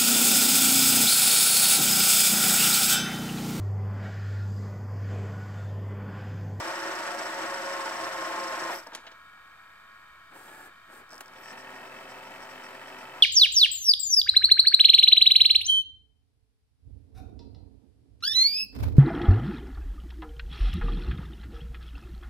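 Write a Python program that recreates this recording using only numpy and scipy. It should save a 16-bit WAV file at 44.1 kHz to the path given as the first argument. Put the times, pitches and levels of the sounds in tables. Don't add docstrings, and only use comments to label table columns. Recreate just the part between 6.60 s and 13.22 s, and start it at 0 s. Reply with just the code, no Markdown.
import sys
import numpy as np
from scipy import signal
from scipy.fft import rfft, irfft, next_fast_len
from scipy.io import wavfile
from scipy.ndimage import uniform_filter1d

SR = 44100
rng = np.random.default_rng(int(sys.argv[2]) if len(sys.argv) > 2 else 0)


def to_wav(sig):
    pcm = np.clip(np.atleast_2d(sig), -1, 1) * 32767
    pcm = np.round(pcm).astype(np.int16)
    wavfile.write(sys.argv[1], SR, pcm.T)


def attenuation_scalar(level_db):
    decades = np.asarray(level_db, float) / 20
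    return 10 ** decades


N = 292065
TIME = np.arange(N) / SR
SIZE = next_fast_len(N + 8192)
HZ = np.fft.rfftfreq(SIZE, 1 / SR)

# (frequency [Hz], level [dB per Hz])
FAST_WASH = [(35, -37), (70, -39), (200, -20), (470, -16), (800, -11.5), (1200, -7), (1900, -9.5),
             (2300, -14), (3500, -20), (6800, -26), (8000, -22), (10000, -35.5), (15800, -47)]
CHASSIS_HZ = [124, 237, 334, 375, 411, 546, 640, 704, 760, 884, 935, 1075, 1150, 1245, 1325, 1440, 1476,
              1606, 1820, 2630, 3010]
# (width [Hz], level [dB])
CHASSIS_SHAPES = [(12, -20.5), (25.4, -16.5), (28, -3), (14.2, -5.5), (14, -10.5), (30.4, -2), (49.7, -3.5),
                  (30.4, -3), (30, -11), (34, -1.5), (35.8, -3), (40, -4.5), (36, -16.5), (30, -25),
                  (29.5, -6.5), (50, -9), (24, -2), (36, -10), (149, -8), (36, -17), (89, -17)]
# (pitch at the start [Hz], sag [Hz per s], full from [s], level [dB], chop by the wobble [dB])
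GEARS = [(576, 24.5, .6, -47.5, 2.5), (1152, 49., 0, -56, 3.), (1095, 17., 1.15, -43.5, 5.),
         (728, 26., .4, -51, 2.5), (945, 40., 0, -56, 3.), (890, 11., .9, -52, 2.5),
         (336, 1., 1.3, -55, 3.)]
# (frequency [Hz], level [dB per Hz])
TAPE_HISS = [(6000, -20), (9500, -5), (12000, 9), (14500, 6), (15800, -3)]
FAST_DB, BRAKE_S, RUN_DOWN_DB_PER_S = -34.5, 2.137, 166
MESH_DB_PER_S, POWER_OFF_S = 30., 2.085
COAST_HZ, COAST_HZ_PER_S, COAST_DB = 1050, 5600., -43.
GEAR_SPREAD = .7
TAPE_DB, TAPE_SLACK_DB_PER_S = -60., 110.
PAD_S, PAD_WIDTH_S, PAD_DB = 2.16, .05, 10
TAKE_UP_S, TAKE_UP_WIDTH_S, TAKE_UP_DB = 4.82, .04, -63

# (frequency [Hz], level [dB])
DRUM = [(662.1, -79), (1001, -73), (1050, -73), (1104, -65), (1211, -73), (1249, -68), (1297, -71),
        (1324, -64), (1416, -70), (1432, -66), (1502, -73), (1588, -75), (1620, -73), (1653, -64),
        (1685, -70), (1760, -74), (1857, -68), (1873, -69), (2051, -80), (2121, -80), (2202, -76),
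        (2250, -79), (2299, -73), (2401, -72), (2552, -83), (2842, -85), (3020, -83), (3106, -81),
        (3429, -86), (3650, -81)]
# (frequency [Hz], level [dB per Hz])
BUZZ = [(300, -27), (800, -14), (1200, 2.5), (1900, -11.5), (2400, 1.5), (3200, -20), (3700, -8.5),
        (4500, -13), (7000, -53)]
# (frequency [Hz], level [dB per Hz])
FLOOR_HISS = [(9, -28), (15, -35), (48, -10), (453, -22), (900, -14.5), (1500, -8.5), (1880, -12.5),
              (2000, -31), (3000, -19.5), (5700, -30.5), (10000, -34.5), (13500, -32.5), (15800, -37)]
# (frequency [Hz], width [Hz], level [dB])
DRUM_HOUSING = [(2260, 170, -8), (3120, 82, -12), (3650, 89, -13.5), (4600, 280, -21.5), (7850, 760, -27)]
MAINS_HZ, FIRST_TICK_S, BUZZ_DB, FLOOR_DB = 50, .0178, -67, -54.5
LOADED_DB, SUNK_DB = 7.5, -1.5

# (frequency [Hz], width [Hz], level [dB])
HUB = [(4550, 350, -9), (5280, 230, 0), (5800, 300, -4), (7800, 260, -5), (8050, 240, -6), (8800, 500, -13)]
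# (time [s], peak level [dB])
TEETH = [(2.152, -36), (2.187, -44), (2.271, -37), (4.4927, -48), (4.506, -43), (4.5127, -42), (4.521, -41),
         (4.5317, -38), (4.5433, -41), (4.5544, -42), (4.5624, -46), (4.58, -37), (4.6597, -44),
         (4.6813, -45), (4.736, -48)]
# (time [s], peak level [dB])
SCRAPES = [(4.4987, -47), (4.7494, -50), (4.82, -43), (4.871, -39.5), (4.968, -41.5), (5.1316, -48),
           (5.247, -52), (5.355, -49), (5.478, -44.5), (5.635, -48), (5.8, -44.5), (5.882, -45.5),
           (6.022, -43.5), (6.245, -47), (6.27, -58), (6.374, -44.5)]
WOBBLES_PER_S, RATTLE_DB, RATTLE_END_S, SCRAPE_S = 25.5, -49, 2.175, 0.058

# (time [s], treble peak [dB], thud level [dB], decay t60 [s], top of the crack [Hz])
CLACKS = [(2.264, -46, -44.5, 0.19, 5940), (2.3191, -48, -44.5, 0.19, 5000), (2.3331, -38, -60, 0.16, 6870),
          (2.3488, -22.5, -36.5, 0.048, 10300), (2.3716, -43, -51.5, 0.19, 6000),
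          (2.437, -49, -55, 0.36, 4000), (2.4673, -31.5, -50, 0.074, 4900),
          (2.5155, -41, -48.5, 0.062, 6500), (3.759, -52, -49, 0.078, 5000), (3.8794, -44, -54, 0.14, 4000),
          (4.5201, -63, -48, 0.24, 6000), (4.6067, -26.5, -38, 0.033, 15300), (4.7594, -39, -52, .04, 4300)]
# (frequency [Hz], width [Hz], level [dB])
FRAME = [(230, 56, -8), (328, 47, -2.5), (510, 65, -1), (666, 72, 0), (900, 65, 5), (1060, 240, -4.5),
         (1700, 250, -1.5)]
CRACK_HZ = 3060

# (up to speed [s], cut [s], rumble level [dB], hiss level [dB])
SHIFTS = [
    (3.724, 4.083, -52.5, -57.5),
    (4.291, 4.415, -53.5, -58.5),
    (4.505, 4.616, -55.5, -63),
]
# (frequency [Hz], level [dB per Hz])
SHIFT_RUMBLE = [(47, -55), (80, -23), (342, -2), (451, -8), (886, -3.5), (950, -11), (1650, -1),
                (1800, -7.5), (5000, -28), (6500, -57), (11000, -120)]
# (frequency [Hz], level [dB per Hz])
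BRUSH_WASH = [(2000, -18), (6000, -12.5), (10000, -16.5), (15800, -15)]
# (frequency [Hz], width [Hz], level [dB])
BRUSH_BODY = [(4700, 360, -9), (7600, 450, -3), (8570, 400, 1), (9300, 400, -6), (11600, 800, -10),
              (13300, 500, -4)]
RUMBLE_RISE, RUMBLE_FALL, HISS_RISE, HISS_FALL = 900., 300, 350., 510
HISS_LATE_S, HISS_EARLY_S = .035, .015
SHIFT_HZ, SHIFT_LAG_S, SHIFT_SING_S, SING_DB = 1716, .04, 3.87, -58.
HUM_HZ, HUM_DB = 885, -64.

# (frequency [Hz], level [dB per Hz])
SLOW_WASH = [(35, -45), (60, -37), (250, -3), (456, -11.5), (900, -5), (1100, -5.5), (1890, -5.5),
             (3810, -19), (5300, -18), (6600, -27), (7900, -19.5), (9200, -24.5), (10600, -32.5),
             (14300, -25), (15800, -33)]
# (frequency [Hz], width [Hz], level [dB])
SLOW_BODY = [(252, 7.8, -1), (403, 50, -6), (536, 94, -3.5), (655, 140, -5), (735, 33, -3), (912, 28, 0.5),
             (975, 48, -1), (1307, 47, -0.5)]
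# (frequency [Hz], level [dB])
SLOW_HUM = [(123.8, -71), (253.0, -78), (382.2, -64), (527.6, -63.5), (651.4, -62), (759.0, -64.5),
            (877.5, -59)]
# (frequency [Hz], width [Hz], level [dB])
KNOCK_BODY = [(1878, 320, -0.5), (1957, 41, 4), (2207, 35, -2), (2612, 49, 1.5), (3010, 52, 0.5),
              (3280, 40, -3.5), (3810, 40, -19)]
# (frequency [Hz], level [dB])
KNOCK_RING = [(1885, -66), (2622, -64.5), (3040, -71)]
SLOW_DB, SLOW_S, PICK_UP_DB_PER_S, CREEP_DB_PER_S = -51, 4.914, 39, 0.6
KNOCKS_PER_S, KNOCK_LAG_S = 46.6, .45
SPIN_UP_HZ, SPIN_UP_HZ_PER_S, SPIN_UP_DB, SPIN_UP_END_S = 1800, 250., -58., 5.17
RING_S, RING_CHOP_DB = 5.0, 8.

# (frequency [Hz], likeness [0-1])
LIKENESS = [(30, .9), (70, .75), (150, .94), (800, .92), (1500, .6), (2800, .35), (5500, .42), (9000, .5),
            (14000, .33)]
# (frequency [Hz], scatter [radians])
SCATTER = [(60, .1), (300, .3), (800, .3), (1500, .4), (3000, .2), (15000, .15)]
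# (frequency [Hz], left over right [dB])
TILT = [(60, 0.0), (150, 0.5), (380, 1.5), (950, -0.5), (2380, 1.0), (5980, 0.0), (15000, 3.0)]
# (frequency [Hz], lead [radians])
LEAD = [(0, 0), (200, .2), (1000, .5), (1890, 1.1), (2800, 1.6), (6000, 1.6), (9000, 2.1), (12000, 1.7),
        (16000, 1.6)]


def evened(x):
    return x / np.sqrt(np.mean(x ** 2) + 1e-30)


def read(points):
    f, value = np.transpose(points)
    return np.interp(np.log(HZ + 1), np.log(f + 1), value)


def modes(rows):
    return sum((-1) ** k * attenuation_scalar(db) / (1 + 2j * (HZ - f) / w) for k, (f, w, db) in enumerate(rows))


def humps(wash, body, wash_db):
    power = attenuation_scalar(2 * (read(wash) + wash_db))
    power = power + sum(attenuation_scalar(2 * db) / (1 + (2 * (HZ - f) / w) ** 2) ** 2 for f, w, db in body)
    return np.sqrt(power)


def colour(x, response):
    return irfft(rfft(x, SIZE) * response, SIZE)[..., :N]


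def run_db(start, stop, rise, fall):
    return -rise * np.maximum(start - TIME, 0) - fall * np.maximum(TIME - stop, 0)


def wander(rate):
    hz = np.fft.rfftfreq(4096, N / SR / 4096)
    steps = irfft(rfft(rng.standard_normal(4096)) / (1 + (hz / rate) ** 4))
    return np.interp(TIME, np.linspace(0, N / SR, 4096), evened(steps))


def grit(per_s, spread_db):
    size = attenuation_scalar(spread_db * np.minimum(rng.exponential(1, (2, N)), 5))
    return size * rng.standard_normal((2, N)) * (rng.random((2, N)) < per_s / SR)


def reels(db, response, per_s, flutter_db):
    return attenuation_scalar(db + flutter_db * wander(27.0)) * evened(colour(grit(per_s, 0.2), response))


def whine(hz, db, blur_hz):
    turns = np.cumsum(hz + blur_hz * wander(25.3)) / SR
    return attenuation_scalar(db + 1.3 * wander(32.0)) * np.sqrt(2) * np.sin(2 * np.pi * turns)


def lines(rows, waver_db, slip):
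    total = 0
    for f, db in rows:
        wave = np.sin(2 * np.pi * f * TIME + slip * wander(3.1) + 7 * rng.random())
        total = total + attenuation_scalar(db + waver_db * wander(3.6)) * np.sqrt(2) * wave
    return total


def fast_winding():
    body = humps(FAST_WASH, [(f, *shape) for f, shape in zip(CHASSIS_HZ, CHASSIS_SHAPES)], -1.64)
    effort = run_db(0, BRAKE_S, 0, RUN_DOWN_DB_PER_S)
    wobble = np.cos(2 * np.pi * WOBBLES_PER_S * TIME + 2.7)
    speed = np.clip(1 - COAST_HZ_PER_S / COAST_HZ * (TIME - POWER_OFF_S), 0, 1)
    blur_hz = 3.5 + 60 * (1 - speed)
    whines = 0
    for hz, sag, full_s, db, chop_db in GEARS:
        load_db = run_db(full_s, POWER_OFF_S + .02, MESH_DB_PER_S, 320.)
        whines = whines + whine((hz - sag * TIME) * speed, db + chop_db * wobble + load_db, blur_hz)
    coast_db = COAST_DB + 3. * wander(80.) + run_db(POWER_OFF_S, BRAKE_S + .02, 1500., 350.)
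    coast = whine(COAST_HZ * speed, coast_db, 50.)
    tones = (whines + colour(coast, body)) * [[1], [GEAR_SPREAD]]
    hiss = evened(colour(grit(9000., 1.2), attenuation_scalar(read(TAPE_HISS))))
    pad_db = PAD_DB * np.exp(-((TIME - PAD_S) / PAD_WIDTH_S) ** 2)
    tape_db = TAPE_DB + pad_db + run_db(0, PAD_S, 0, TAPE_SLACK_DB_PER_S)
    take_up = attenuation_scalar(TAKE_UP_DB) * np.exp(-((TIME - TAKE_UP_S) / TAKE_UP_WIDTH_S) ** 2)
    return reels(FAST_DB + effort, body, 14000., 0.89) + tones + (attenuation_scalar(tape_db) + take_up) * hiss


def idle():
    free, locked = [], []
    for f, db in DRUM:
        near_harmonic = abs((f / MAINS_HZ + .5) % 1 - .5) < .07
        (locked if near_harmonic else free).append((f, db))
    drum = lines(free, 1.5, 0.15)
    mains = lines(locked, 0.79, 0.11)
    ticks = np.zeros(N)
    at = np.arange(FIRST_TICK_S, N / SR, 1 / MAINS_HZ)
    ticks[(at * SR).astype(int)] = attenuation_scalar(1.0 * rng.standard_normal(len(at)))
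    buzz = attenuation_scalar(BUZZ_DB) * evened(colour(ticks, attenuation_scalar(read(BUZZ))))
    floor = colour(rng.standard_normal((2, N)), humps(FLOOR_HISS, DRUM_HOUSING, 0))
    hiss = attenuation_scalar(FLOOR_DB - 3.0) * evened(floor)
    load_db = LOADED_DB * attenuation_scalar(run_db(0, BRAKE_S, 0, RUN_DOWN_DB_PER_S))
    load_db = load_db + SUNK_DB * np.clip((TIME - SHIFTS[0][0]) / 0.45 + 1, 0, 1)
    return attenuation_scalar(load_db) * (drum + mains + buzz) + hiss


def rattle():
    wobble = np.cos(2 * np.pi * WOBBLES_PER_S * TIME + .3 * wander(4.))
    drive = attenuation_scalar(RATTLE_DB + run_db(0, RATTLE_END_S, 0, 220.) + 5.5 * wobble + 1.5 * wander(20.))
    for s, db in SCRAPES:
        swell = np.sin(np.pi * np.clip((TIME - s) / SCRAPE_S, 0, 1)) ** 0.6
        drive = drive + attenuation_scalar(db - 11.5) * swell
    teeth = np.zeros(N)
    for s, db in TEETH:
        teeth[round(s * SR)] = attenuation_scalar(db)
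    ring = modes(HUB)
    strike = abs(irfft(ring, SIZE)).max()
    loose = grit(2500., 1.0)
    ticking = colour(loose * drive, ring) / colour(loose, ring).std()
    return ticking + colour(teeth, ring + 0.062) / strike


def clacks():
    t = np.arange(8000) / SR
    hz = np.fft.rfftfreq(len(t), 1 / SR)
    cracks, thuds = np.zeros((2, N)), np.zeros((2, N))
    peak = 1.4 + 1 / (1 + ((hz - CRACK_HZ) / 620.0) ** 2)
    low_cut = hz ** 2 / (hz ** 2 + 1200.0 ** 2)
    for s, db, thud_db, t60, top_hz in CLACKS:
        at = round(s * SR)
        noise = rng.standard_normal((3, 2, len(t)))
        shape = peak * low_cut / (1 + (hz / top_hz) ** 6)
        burst = evened(irfft(rfft(noise[0, 0] + 0.13 * noise[1]) * shape, len(t)))
        decay_db = -60 * t / max(t60, .01)
        fall = attenuation_scalar(decay_db) + attenuation_scalar(-27.0 - 60 * t / 0.53)
        cracks[:, at:at + len(t)] += attenuation_scalar(db - 11.0) * burst * fall * (1 - np.exp(-t / 0.00016))
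        thuds[:, at:at + len(t)] += attenuation_scalar(thud_db + decay_db) * noise[2, 0] * (1 - np.exp(-t / 0.00045))
    frame = modes(FRAME)
    return cracks + colour(thuds, frame) / np.sqrt(np.mean(abs(frame) ** 2))


def shifter():
    rumble = evened(colour(grit(3000., 0.92), attenuation_scalar(read(SHIFT_RUMBLE))))
    hiss = evened(colour(grit(9000., 0.87), humps(BRUSH_WASH, BRUSH_BODY, 0)))
    moves = 0
    for on, off, rumble_db, hiss_db in SHIFTS:
        moves = moves + attenuation_scalar(rumble_db + run_db(on, off, RUMBLE_RISE, RUMBLE_FALL)) * rumble
        brushes = run_db(on + HISS_LATE_S, off - HISS_EARLY_S, HISS_RISE, HISS_FALL)
        moves = moves + attenuation_scalar(hiss_db + brushes) * hiss
    on, off = SHIFTS[0][:2]
    speed = 1 - np.exp(-np.maximum(TIME - on, 0) / SHIFT_LAG_S)
    singing = run_db(SHIFT_SING_S, off, 170., 600.)
    song = whine(SHIFT_HZ * speed, SING_DB + singing, 2.3)
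    return moves + song + whine(HUM_HZ * speed, HUM_DB + singing, 2.9)


def slow_winding():
    latch = CLACKS[-2][0]
    effort = run_db(SLOW_S, N, PICK_UP_DB_PER_S, 0) + CREEP_DB_PER_S * (TIME - SLOW_S)
    effort = np.where(TIME > latch, effort, -120)
    rate = KNOCKS_PER_S * (1 - .2 * np.exp(-np.maximum(TIME - latch, 0) / KNOCK_LAG_S))
    since = (np.cumsum(rate) / SR + .35) % 1
    blow = np.diff(since, prepend=0) < 0
    blows = grit(6000., 1.3) * (np.exp(-since / 0.2) + 0.15) + 14 * blow
    knocks = evened(colour(blows * attenuation_scalar(1. * wander(7.7)), modes(KNOCK_BODY)))
    chop_db = RING_CHOP_DB * np.cos(2 * np.pi * (since - .15))
    rising_hz = SPIN_UP_HZ + SPIN_UP_HZ_PER_S * np.clip(TIME - SLOW_S, -1, 1)
    rising = whine(rising_hz, SPIN_UP_DB + chop_db + run_db(SLOW_S, SPIN_UP_END_S, 90., 130.), 9.)
    ringing = attenuation_scalar(run_db(RING_S, N, 60., 0) + chop_db) * lines(KNOCK_RING, 1.7, 1.5)
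    hum = attenuation_scalar(effort - 2.0) * lines(SLOW_HUM, 1.35, 1.6)
    shaking = reels(SLOW_DB + 4.0 + effort, humps(SLOW_WASH, SLOW_BODY, -2.3), 6000., 0.91)
    return shaking + attenuation_scalar(SLOW_DB - 5.0 + effort) * knocks + hum + rising + ringing


def two_ports(deck):
    a, b = rfft(deck, SIZE)
    scatter = rng.standard_normal(len(HZ))
    for _ in range(2):
        scatter = uniform_filter1d(scatter, size=4000)
    phase = read(LEAD) + read(SCATTER) * evened(scatter)
    turn = np.exp(.5j * phase) * attenuation_scalar(read(TILT) / 2)
    lean = np.arccos(np.clip(read(LIKENESS), 0, 1)) / 2
    common = np.cos(lean) * (a + b) / np.sqrt(2)
    apart = np.sin(lean) * (a - b) / np.sqrt(2)
    return irfft(np.array([(common + apart) * turn, (common - apart) / turn]), SIZE)[:, :N]


def scene():
    return two_ports(fast_winding() + idle() + rattle() + clacks() + shifter() + slow_winding())


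def top_cut(x):
    return signal.sosfilt(signal.butter(12, 16410, fs=SR, output="sos"), x)


def record(dry):
    mix = colour(dry, HZ < 15780) - .0006
    return top_cut(mix)


dry = scene()
out = record(dry)
to_wav(out)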